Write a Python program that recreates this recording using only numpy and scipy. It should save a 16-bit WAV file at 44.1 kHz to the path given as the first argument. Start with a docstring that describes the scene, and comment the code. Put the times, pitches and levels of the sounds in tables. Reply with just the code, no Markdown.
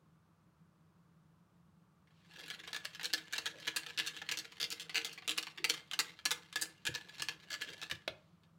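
"""A steel whisk beats a little liquid in a plastic jug: wires clack and chatter on the wall as noise bursts,
then swish on as gritty noise, and both set the jug's resonances ringing. Bubbles froth and gulp.
The tilted jug bumps back onto a wooden board and the whisk's handle drops on the rim, as damped modes.
The room hums softly in narrow noise, and echoes in decaying noise tails."""
import sys
import numpy as np
from scipy import signal
from scipy.fft import rfft, irfft, next_fast_len
from scipy.io import wavfile
from scipy.ndimage import uniform_filter1d, map_coordinates

SR = 44100
rng = np.random.default_rng(int(sys.argv[2]) if len(sys.argv) > 2 else 0)


def log_audio(samples):
    """Write samples as a 16-bit WAV file to the path given in sys.argv[1]."""
    # one column per channel
    frames = np.atleast_2d(samples).T
    # limit to full scale, then quantise
    limited = np.clip(frames, -1, 1)
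    pcm = np.round(limited * 32767).astype(np.int16)
    wavfile.write(sys.argv[1], SR, pcm)


N = 378378

# Colour of wire on plastic, also lent to the rustle. Each row: frequency in Hz, relative density in dB per Hz.
WIRE_COLOUR = [(45, -29.5), (150, -21), (350, -28), (750, -7.5), (1100, -10), (1450, -5.5), (2200, -1),
               (3000, 2), (4300, 1.5), (5200, -5.5), (7200, -9.5), (9000, -16), (12000, -21.5),
               (15500, -25.5)]
# The whisk's hits on the wall, heavy ones and lighter grazes; the last row is a faint separate tick after
# the handle has dropped. Each row: start in seconds, mean level of its wires in dB, sweep from first to
# last wire in seconds, swell over the sweep in dB, tilt in dB per octave.
BLOWS = [(2.073, -68.5, 0, 11, -6), (2.107, -75, 0.0013, 6, -6), (2.392, -55, 0.016, 7, 1),
         (2.481, -45.5, 0, 0, 2), (2.501, -40.5, 0.0019, 0, -1), (2.636, -51, 0.013, -6, -4),
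         (2.676, -41.5, 0, 0, -2.5), (2.731, -37, 0.031, 3.5, -3), (2.849, -38, 0.0048, 0, -2),
         (2.949, -43.5, 0, 0, -2), (2.996, -43, 0.016, 0, -5.5), (3.032, -34.5, .025, 6.5, 1),
         (3.131, -32, 0.0052, 11.5, 1.5), (3.179, -44.5, 0.00036, -8, -2.5), (3.326, -36.5, 0.0085, 8, 1),
         (3.354, -40.5, 0.0097, 2, -4), (3.381, -34, 0.0028, -7, 0.5), (3.458, -33.5, 0.0081, -6, -1),
         (3.6, -49, 0, 6, 2), (3.67, -32.5, 0.008, 3.5, -3.5), (3.762, -30.5, 0.0058, -2, 5),
         (3.864, -40, 0, 0, -3), (3.898, -47, 0.0022, 2, -5), (3.976, -31, 0.024, 3.5, -0.5),
         (4.064, -34.5, 0.009, 6, 2.5), (4.166, -42, 0, 0, -1.5), (4.217, -38, 0, 0, -8),
         (4.289, -40, 0.0023, 13, -3), (4.314, -32, 0.0073, -1, 2), (4.373, -35, 0.014, 1, 3.5),
         (4.521, -49, 0, 0, -2.5), (4.6, -32.5, 0.043, 1.5, 0), (4.704, -36, 0.021, 1, 5),
         (4.798, -41.5, 0.021, -2.5, 2), (4.895, -42, 0.0035, -4, -5.5), (4.945, -31, 0.035, 0, 0),
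         (5.047, -37, 0.018, -5.5, 2), (5.129, -50, 0.0022, -3, 7), (5.177, -42.5, 0, 0, -5),
         (5.222, -51.5, 0.00052, 0, -11), (5.278, -30, 0.031, 1, 1.5), (5.375, -32, 0.0053, 9.5, 3),
         (5.428, -40.5, 0.0011, -4, -0.5), (5.469, -39.5, 0, 0, -5.5), (5.576, -42, 0.0078, -2, -6),
         (5.643, -24.5, 0, 0, 3), (5.694, -30.5, 0.0042, 8.5, 3), (5.739, -36.5, 0, 0, -1),
         (5.913, -38.5, 0, 0, -1.5), (5.934, -33.5, 0, 0, -0.5), (5.991, -27.5, 0.0086, -2, 2.5),
         (6.19, -49.5, 0, 0, -6.5), (6.254, -27.5, 0.00026, -7, 3.5), (6.308, -28.5, 0.0068, 2, 2.5),
         (6.527, -47.5, 0.00031, 3, 0), (6.558, -30, 0, 2.5, 2), (6.614, -31, 0.0073, 4.5, 8.5),
         (6.853, -31, 0.014, 5.5, 0.5), (6.942, -38.5, 0.0083, 9.5, -0.5), (7.183, -43.5, .014, 7, -2.5),
         (7.221, -35, 0.00041, 0, 3), (7.286, -39, 0.00027, -9.5, -3.5), (7.504, -39.5, 0.037, 9.5, -1.5),
         (7.613, -37, 0.0048, 7, -1), (7.816, -40, 0.017, 3, -4.5), (7.899, -38.5, .013, 8, -2.5),
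         (8.435, -66.5, 0, -3.5, -3)]


def amp(db):
    """Decibels to amplitude."""
    return 10 ** (np.asarray(db) / 20)


def unit(x):
    """x scaled to an rms of 1."""
    return x / np.sqrt(np.mean(x ** 2) + 1e-20)


def along(points, hz):
    """Values between (Hz, value) points, on a log frequency axis."""
    point_hz, values = np.transpose(points)
    return np.interp(np.log(hz + 1), np.log(point_hz + 1), values)


def curve(rows):
    """(seconds, value) rows as one value per sample."""
    return np.interp(np.arange(N) / SR, *np.transpose(rows))


def wobble(rate):
    """A smooth random curve with rate knots a second."""
    knots = rng.standard_normal(int(N * rate / SR) + 4)
    return map_coordinates(knots, [np.arange(N) * rate / SR])


def fade(t, t60):
    """Exponential decay, 60 dB down after t60 seconds."""
    return np.exp(-np.log(1000) * np.minimum(t / t60, 10))


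def add(track, s, sound):
    """Mix a sound into the track at s seconds."""
    part = track[round(s * SR):][:len(sound)]
    part += sound[:len(part)]


def filtered(x, response):
    """x times a response of frequency, padded so that rings can die out."""
    size = next_fast_len(N + SR // 2)
    return irfft(rfft(x, size) * response(np.fft.rfftfreq(size, 1 / SR)), size)[:N]


def coloured(x, points, tilt=0, ripple_db=0, size=1024):
    """x through a minimum-phase colour: treble tilt in dB per octave, plus a ripple of random broad modes."""
    hz = np.fft.rfftfreq(size, 1 / SR)
    ripple = map_coordinates(rng.standard_normal(size // 8), [np.sqrt(hz) / 3])
    ripple = np.minimum(ripple, 1.5) / np.hypot(1, hz / 6000)  # peaks limited, flatter in the treble
    slope = tilt * np.log2(np.clip(hz, 2000, 10000) / 2000)
    gain = unit(amp(along(points, hz) + slope + ripple_db * ripple))
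    cepstrum = irfft(np.log(gain + 1e-6))
    cepstrum[1:size // 2] *= 2  # folding the cepstrum makes the filter causal
    cepstrum[size // 2 + 1:] = 0
    impulse = irfft(np.exp(rfft(cepstrum)))
    return signal.fftconvolve(x, impulse)[:len(x)]


def resonate(x, modes):
    """x through parallel resonances of (Hz, width in Hz, peak gain in dB)."""
    def response(f):
        return sum(amp(db) * 1j * f * width / (hz * hz - f * f + 1j * f * width) for hz, width, db in modes)
    return filtered(x, response)


def background():
    """Room air, a fluttering low appliance hum of narrow noise, and a little rustle of handling."""
    # Spectrum of the air. Each row: frequency in Hz, relative density in dB per Hz.
    air_colour = [(18, -89), (30, -39.5), (90, -13.5), (130, -15.5), (164, -3), (270, -29.5), (315, -18.5),
                  (350, -26.5), (532, -28.5), (622, -30), (787, -31), (1170, -26), (1910, -39),
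                  (3500, -43.8), (15500, -54)]
    # Soft rustle of handling. Each row: time in seconds, level in dB.
    rustle_level = [(2.0, -105), (2.17, -76.5), (2.4, -79), (8.2, -77), (8.58, -96)]
    air = unit(filtered(rng.standard_normal(N), lambda hz: amp(along(air_colour, hz))))
    hum = resonate(rng.standard_normal(N), [(158.6, 4.7, 0)])
    hum = unit(resonate(hum, [(161.4, 3.7, 0)]))  # two narrow bands in series
    rustle = amp(curve(rustle_level)) * coloured(rng.standard_normal(N), WIRE_COLOUR, tilt=-2.5)
    return amp(-68.0) * air + amp(-76) * hum + rustle


def grains(size, rate, smooth):
    """Tiny random impacts, rate a second, over a share of smooth noise; rms 1."""
    impacts = rng.standard_normal(size) * (rng.random(size) < rate / SR)
    return unit(unit(impacts) + smooth * rng.standard_normal(size))


def volley(t, delays, gains, t60, attack):
    """Joint envelope of several impacts that rise and die alike, summed in power."""
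    age = np.maximum(t - delays[:, None], 0)
    shapes = fade(age, t60) * (1 - np.exp(-age / attack))
    return np.linalg.norm(gains[:, None] * shapes, axis=0)


def strikes(blows, count=6):
    """Wires land one after another, tick and chatter; each blow has its own colour. Gives plain and coloured."""
    wire_gap_s = 0.016  # widest nominal gap between wires, until all count wires are in use
    wire_slip_s, wire_scatter_db = 0.00077, 1.24  # wires unevenly spaced and unevenly stiff
    chatter_db, chatter_t60_s = -16, 0.055  # each wire buzzes on the wall
    tick_db, tick_t60_s = -15.5, 0.0024  # after a hard first touch
    force, clack, t = np.zeros(N), np.zeros(N), np.arange(SR // 10) / SR
    for s, db, sweep, swell_db, tilt in blows:
        wires = min(1 + int(np.ceil(abs(sweep) / wire_gap_s)), count)
        place = np.linspace(0, 1, wires)
        slip, stiffness = rng.standard_normal((2, count))[:, :wires]
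        delays = place * (abs(sweep) + wire_slip_s * slip)
        wire_db = swell_db * place + wire_scatter_db * stiffness
        gains = amp(db + wire_db - wire_db.mean())

        lumps = amp(2.07 * map_coordinates(rng.standard_normal(len(t) // 100), [t * 350]))
        chatter_shape = volley(t, delays, gains, chatter_t60_s, attack=0.0018)
        chatter = grains(len(t), rate=2500, smooth=0.72) * lumps * chatter_shape
        tick = rng.standard_normal(len(t)) * volley(t, delays, gains, tick_t60_s, attack=0.00005)
        snap = tick - 0.45 * np.roll(tick, 1)  # hard steel favours the treble
        blow = np.linalg.norm(gains) * (amp(chatter_db) * unit(chatter) + amp(tick_db) * unit(snap))
        add(force, s, blow)
        add(clack, s, coloured(blow, WIRE_COLOUR, tilt, ripple_db=4.5))
    return force, clack


def drag_strength():
    """How hard the wires drag: stirring plus a dying swish after every blow, summed in power."""
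    # Wires stirring along the bottom, apart from the blows. Each row: time in seconds, level in dB.
    stir_level = [(2.1, -110), (2.27, -67.5), (2.4, -58), (2.75, -66), (3.0, -74), (3.3, -69.5), (3.7, -60),
                  (4.2, -64.5), (4.55, -69), (5.1, -62), (5.3, -75.5), (6.82, -90.5), (7.04, -62.5),
                  (7.4, -68), (7.7, -56.5), (8.0, -81), (8.15, -110)]
    firm_db, swish_db = -29, -55  # a blow of firm_db swishes at swish_db; softer blows swish less
    rise_s, t60_s = 0.016, 0.54
    power, t = amp(curve(stir_level)) ** 2, np.arange(SR // 2) / SR
    swish = fade(t, t60_s) * (1 - np.exp(-t / rise_s))
    for s, db, *_ in BLOWS:
        add(power, s, (amp(swish_db + db - firm_db) * swish) ** 2)
    return np.sqrt(power)


def strays(strength, count=64):
    """Light flicks of single wires at random moments, as strong as the drag allows; rows like BLOWS."""
    # Start and end of the whisking, in seconds.
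    whisking_s = (2.28, 7.95)
    shares = (np.arange(count) + rng.random(count)) / count  # one flick in each equal slot
    times = np.interp(shares, [0, 1], whisking_s)
    levels = 20 * np.log10(strength[(times * SR).astype(int)]) + 7.5  # dB over the drag
    return [(s, db, 0, 0, -1.5) for s, db in zip(times, levels)]


def patchy(x, depth_db):
    """x with narrow resonances that come and go; rms 1."""
    z = signal.stft(x, nperseg=512)[2]
    field = uniform_filter1d(rng.standard_normal(z.shape), size=4, axis=0)  # across frequency
    field = uniform_filter1d(field, size=8, axis=1)  # across time
    return unit(signal.istft(z * amp(depth_db * unit(field)), nperseg=512)[1][:N])


def bubble(hz):
    """An air pocket rings with a rising pitch, 60 dB down after about fifteen cycles."""
    t = np.arange(int(SR * 15 / hz)) / SR
    return np.sin(2 * np.pi * hz * (t + 0.74 * t ** 2)) * fade(t, 15 / hz) * (1 - np.exp(-t * hz))


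def froth(count=1300):
    """Small bubbles of many sizes beaten into the liquid; rms 1."""
    out = np.zeros(N)
    for s, pitch, size in rng.random((count, 3)):
        add(out, s * N / SR, amp(10 * size) * bubble(280 * 9 ** pitch))
    return unit(out)


def whisk():
    """Strikes and the gritty drag of the wires both set the jug ringing."""
    # The jug's wall and cavity. Each row: frequency in Hz, width in Hz, relative gain in dB.
    jug_modes = [(319.8, 9.6, 7.5), (460.3, 20, 0.5), (487, 21.4, 2), (660, 12, -5.5), (1460, 37, -20.5),
                 (2100, 58, 1.5), (2751, 37, 4), (3170, 42, -1.5), (4340, 30, -5.5)]
    # Cross mode of the air in the jug. Each row: frequency in Hz, width in Hz, relative gain in dB.
    cavity_modes = [(1718, 48.5, 0.5)]
    # The cross mode is strongest while the jug stands upright. Each row: time in seconds, drive in dB.
    upright_drive = [(2.3, 19.5), (4.1, 16.5), (4.7, 4), (6.2, 12.5), (6.9, 18), (7.9, 20)]
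    # Broad, hollow resonance of the lifted, tilted jug. Each row: frequency in Hz, width in Hz, gain in dB.
    hollow_modes = [(1180, 300, 1.5)]
    # How far the jug is tilted. Each row: time in seconds, share from 0 to 1.
    tilted_share = [(4.1, 0), (4.6, 0.6), (6.4, 1), (6.9, 0.1)]
    judder_db, judder_per_s = 5, 64  # the dragging wires catch and slip: depth, random knots a second
    froth_db = -9.5  # relative to the drag strength

    strength = drag_strength()
    force, clack = strikes(BLOWS + strays(strength))
    grit = patchy(grains(N, rate=900, smooth=0.5), depth_db=3.5)
    drag = strength * amp(0.5 + judder_db * wobble(judder_per_s)) * grit
    jug = amp(1.5) * resonate(force + 2.17 * drag, jug_modes)
    cavity = resonate((force + 0.84 * drag) * amp(curve(upright_drive)), cavity_modes)
    hollow = resonate(clack * curve(tilted_share), hollow_modes)
    swish = coloured(drag, WIRE_COLOUR, tilt=-3.5)
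    return clack + swish + jug + cavity + hollow + amp(froth_db) * strength * froth()


def liquid(count=12):
    """Each gulp is a quick cluster of large bubbles of scattered pitch."""
    # The liquid gulps. Each row: start in seconds, level in dB (each bubble is 8.5 dB lower), centre pitch in Hz.
    gulps = [(3.52, -41, 523), (5.582, -40, 352), (7.661, -45.5, 418)]
    out = np.zeros(N)
    for s, db, hz in gulps:
        for _ in range(count):
            start = s + 0.067 * rng.random()
            pitch = hz * np.exp(rng.normal(0, 0.086))
            add(out, start, amp(db - 8.5) * bubble(pitch))
    return out


def ring(modes, t, attack):
    """Damped modes of (Hz, dB, t60 in seconds), at new strengths for each blow."""
    partials = sum(amp(db + rng.normal(0, 1)) * fade(t, t60) * np.sin(2 * np.pi * hz * t)
                   for hz, db, t60 in modes)
    return partials * (1 - np.exp(-t / attack))


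def knocks():
    """Dull bumps of the jug ring the board; the handle's hard knock on the rim adds a noisy crack."""
    # The jug's base bumps the board. Each row: start in seconds, level in dB.
    bumps = [(6.888, -44), (7.199, -56), (7.7, -64), (7.921, -51.5), (8.099, -55)]
    # The board under the jug. Each row: frequency in Hz, mean relative level in dB, t60 in seconds.
    board_modes = [(90, 0, 0.19), (125, 2, 0.16), (144.5, 3.5, 0.13), (340, 6.5, 0.068), (502, 12.5, 0.035)]
    # The handle lands on the rim: start in seconds, level in dB.
    drop_s, drop_db = (8.0775, -35)
    # Handle and rim together. Each row: frequency in Hz, mean relative level in dB, t60 in seconds.
    handle_modes = [(341, -6, 0.058), (556, -7.5, 0.07), (614, -6.5, 0.13), (1310, -18, 0.13)]
    # The knock's noisy body. Each row: frequency in Hz, relative density in dB per Hz.
    thud_colour = [(120, -39), (330, -5), (600, -6), (850, -12), (3800, -5.5), (6000, -24), (15000, -36.5)]
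    out, t = np.zeros(N), np.arange(SR // 3) / SR
    for s, db in bumps:
        add(out, s, amp(db) * ring(board_modes, t, attack=0.0056))
    crack = coloured(rng.standard_normal(len(t)) * fade(t, 0.03), thud_colour)
    add(out, drop_s, amp(drop_db) * (ring(handle_modes, t, attack=0.00094) + 2.06 * crack))
    return out


def kitchen(x, count=12):
    """Diffuse echo of the walls, in noise tails that crossfade as the hand and jug move."""
    # The kitchen's echo. Each row: frequency in Hz, t60 in seconds.
    echo_t60 = [(150, 0.28), (1000, 0.38), (4000, 0.19), (8000, 0.22), (15000, 0.19)]
    out, position = np.zeros(N), np.linspace(0, count - 1, N)
    for k in range(count):
        hz, t, z = signal.stft(rng.standard_normal(SR // 2), SR, nperseg=256)
        decay = fade(t, along(echo_t60, hz)[:, None]) * (1 - np.exp(-t / 0.0009))
        tail = signal.istft(z * decay, SR, nperseg=256)[1]
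        near = np.flatnonzero(abs(position - k) < 1)
        part = x[near] * np.sqrt(1 - abs(position[near] - k))  # equal-power crossfade
        add(out, near[0] / SR, signal.fftconvolve(part, tail / np.linalg.norm(tail)))
    return out


def scene():
    """Whisk, liquid and knocks, with their echo, over the room's background."""
    close = whisk() + liquid() + knocks()
    return (close + amp(-11.0) * kitchen(close) + background())[None]


def record(dry):
    """The microphone drops the deepest bass and keeps next to nothing above its band limit."""
    low_hz, top_hz = 32, 16000

    def band(hz):
        bass_cut = hz ** 2 / np.hypot(hz ** 2, low_hz ** 2)
        return bass_cut / np.sqrt(1 + (hz / top_hz) ** 160)
    return filtered(dry[0], band)[None]


dry = scene()
out = record(dry)
log_audio(out)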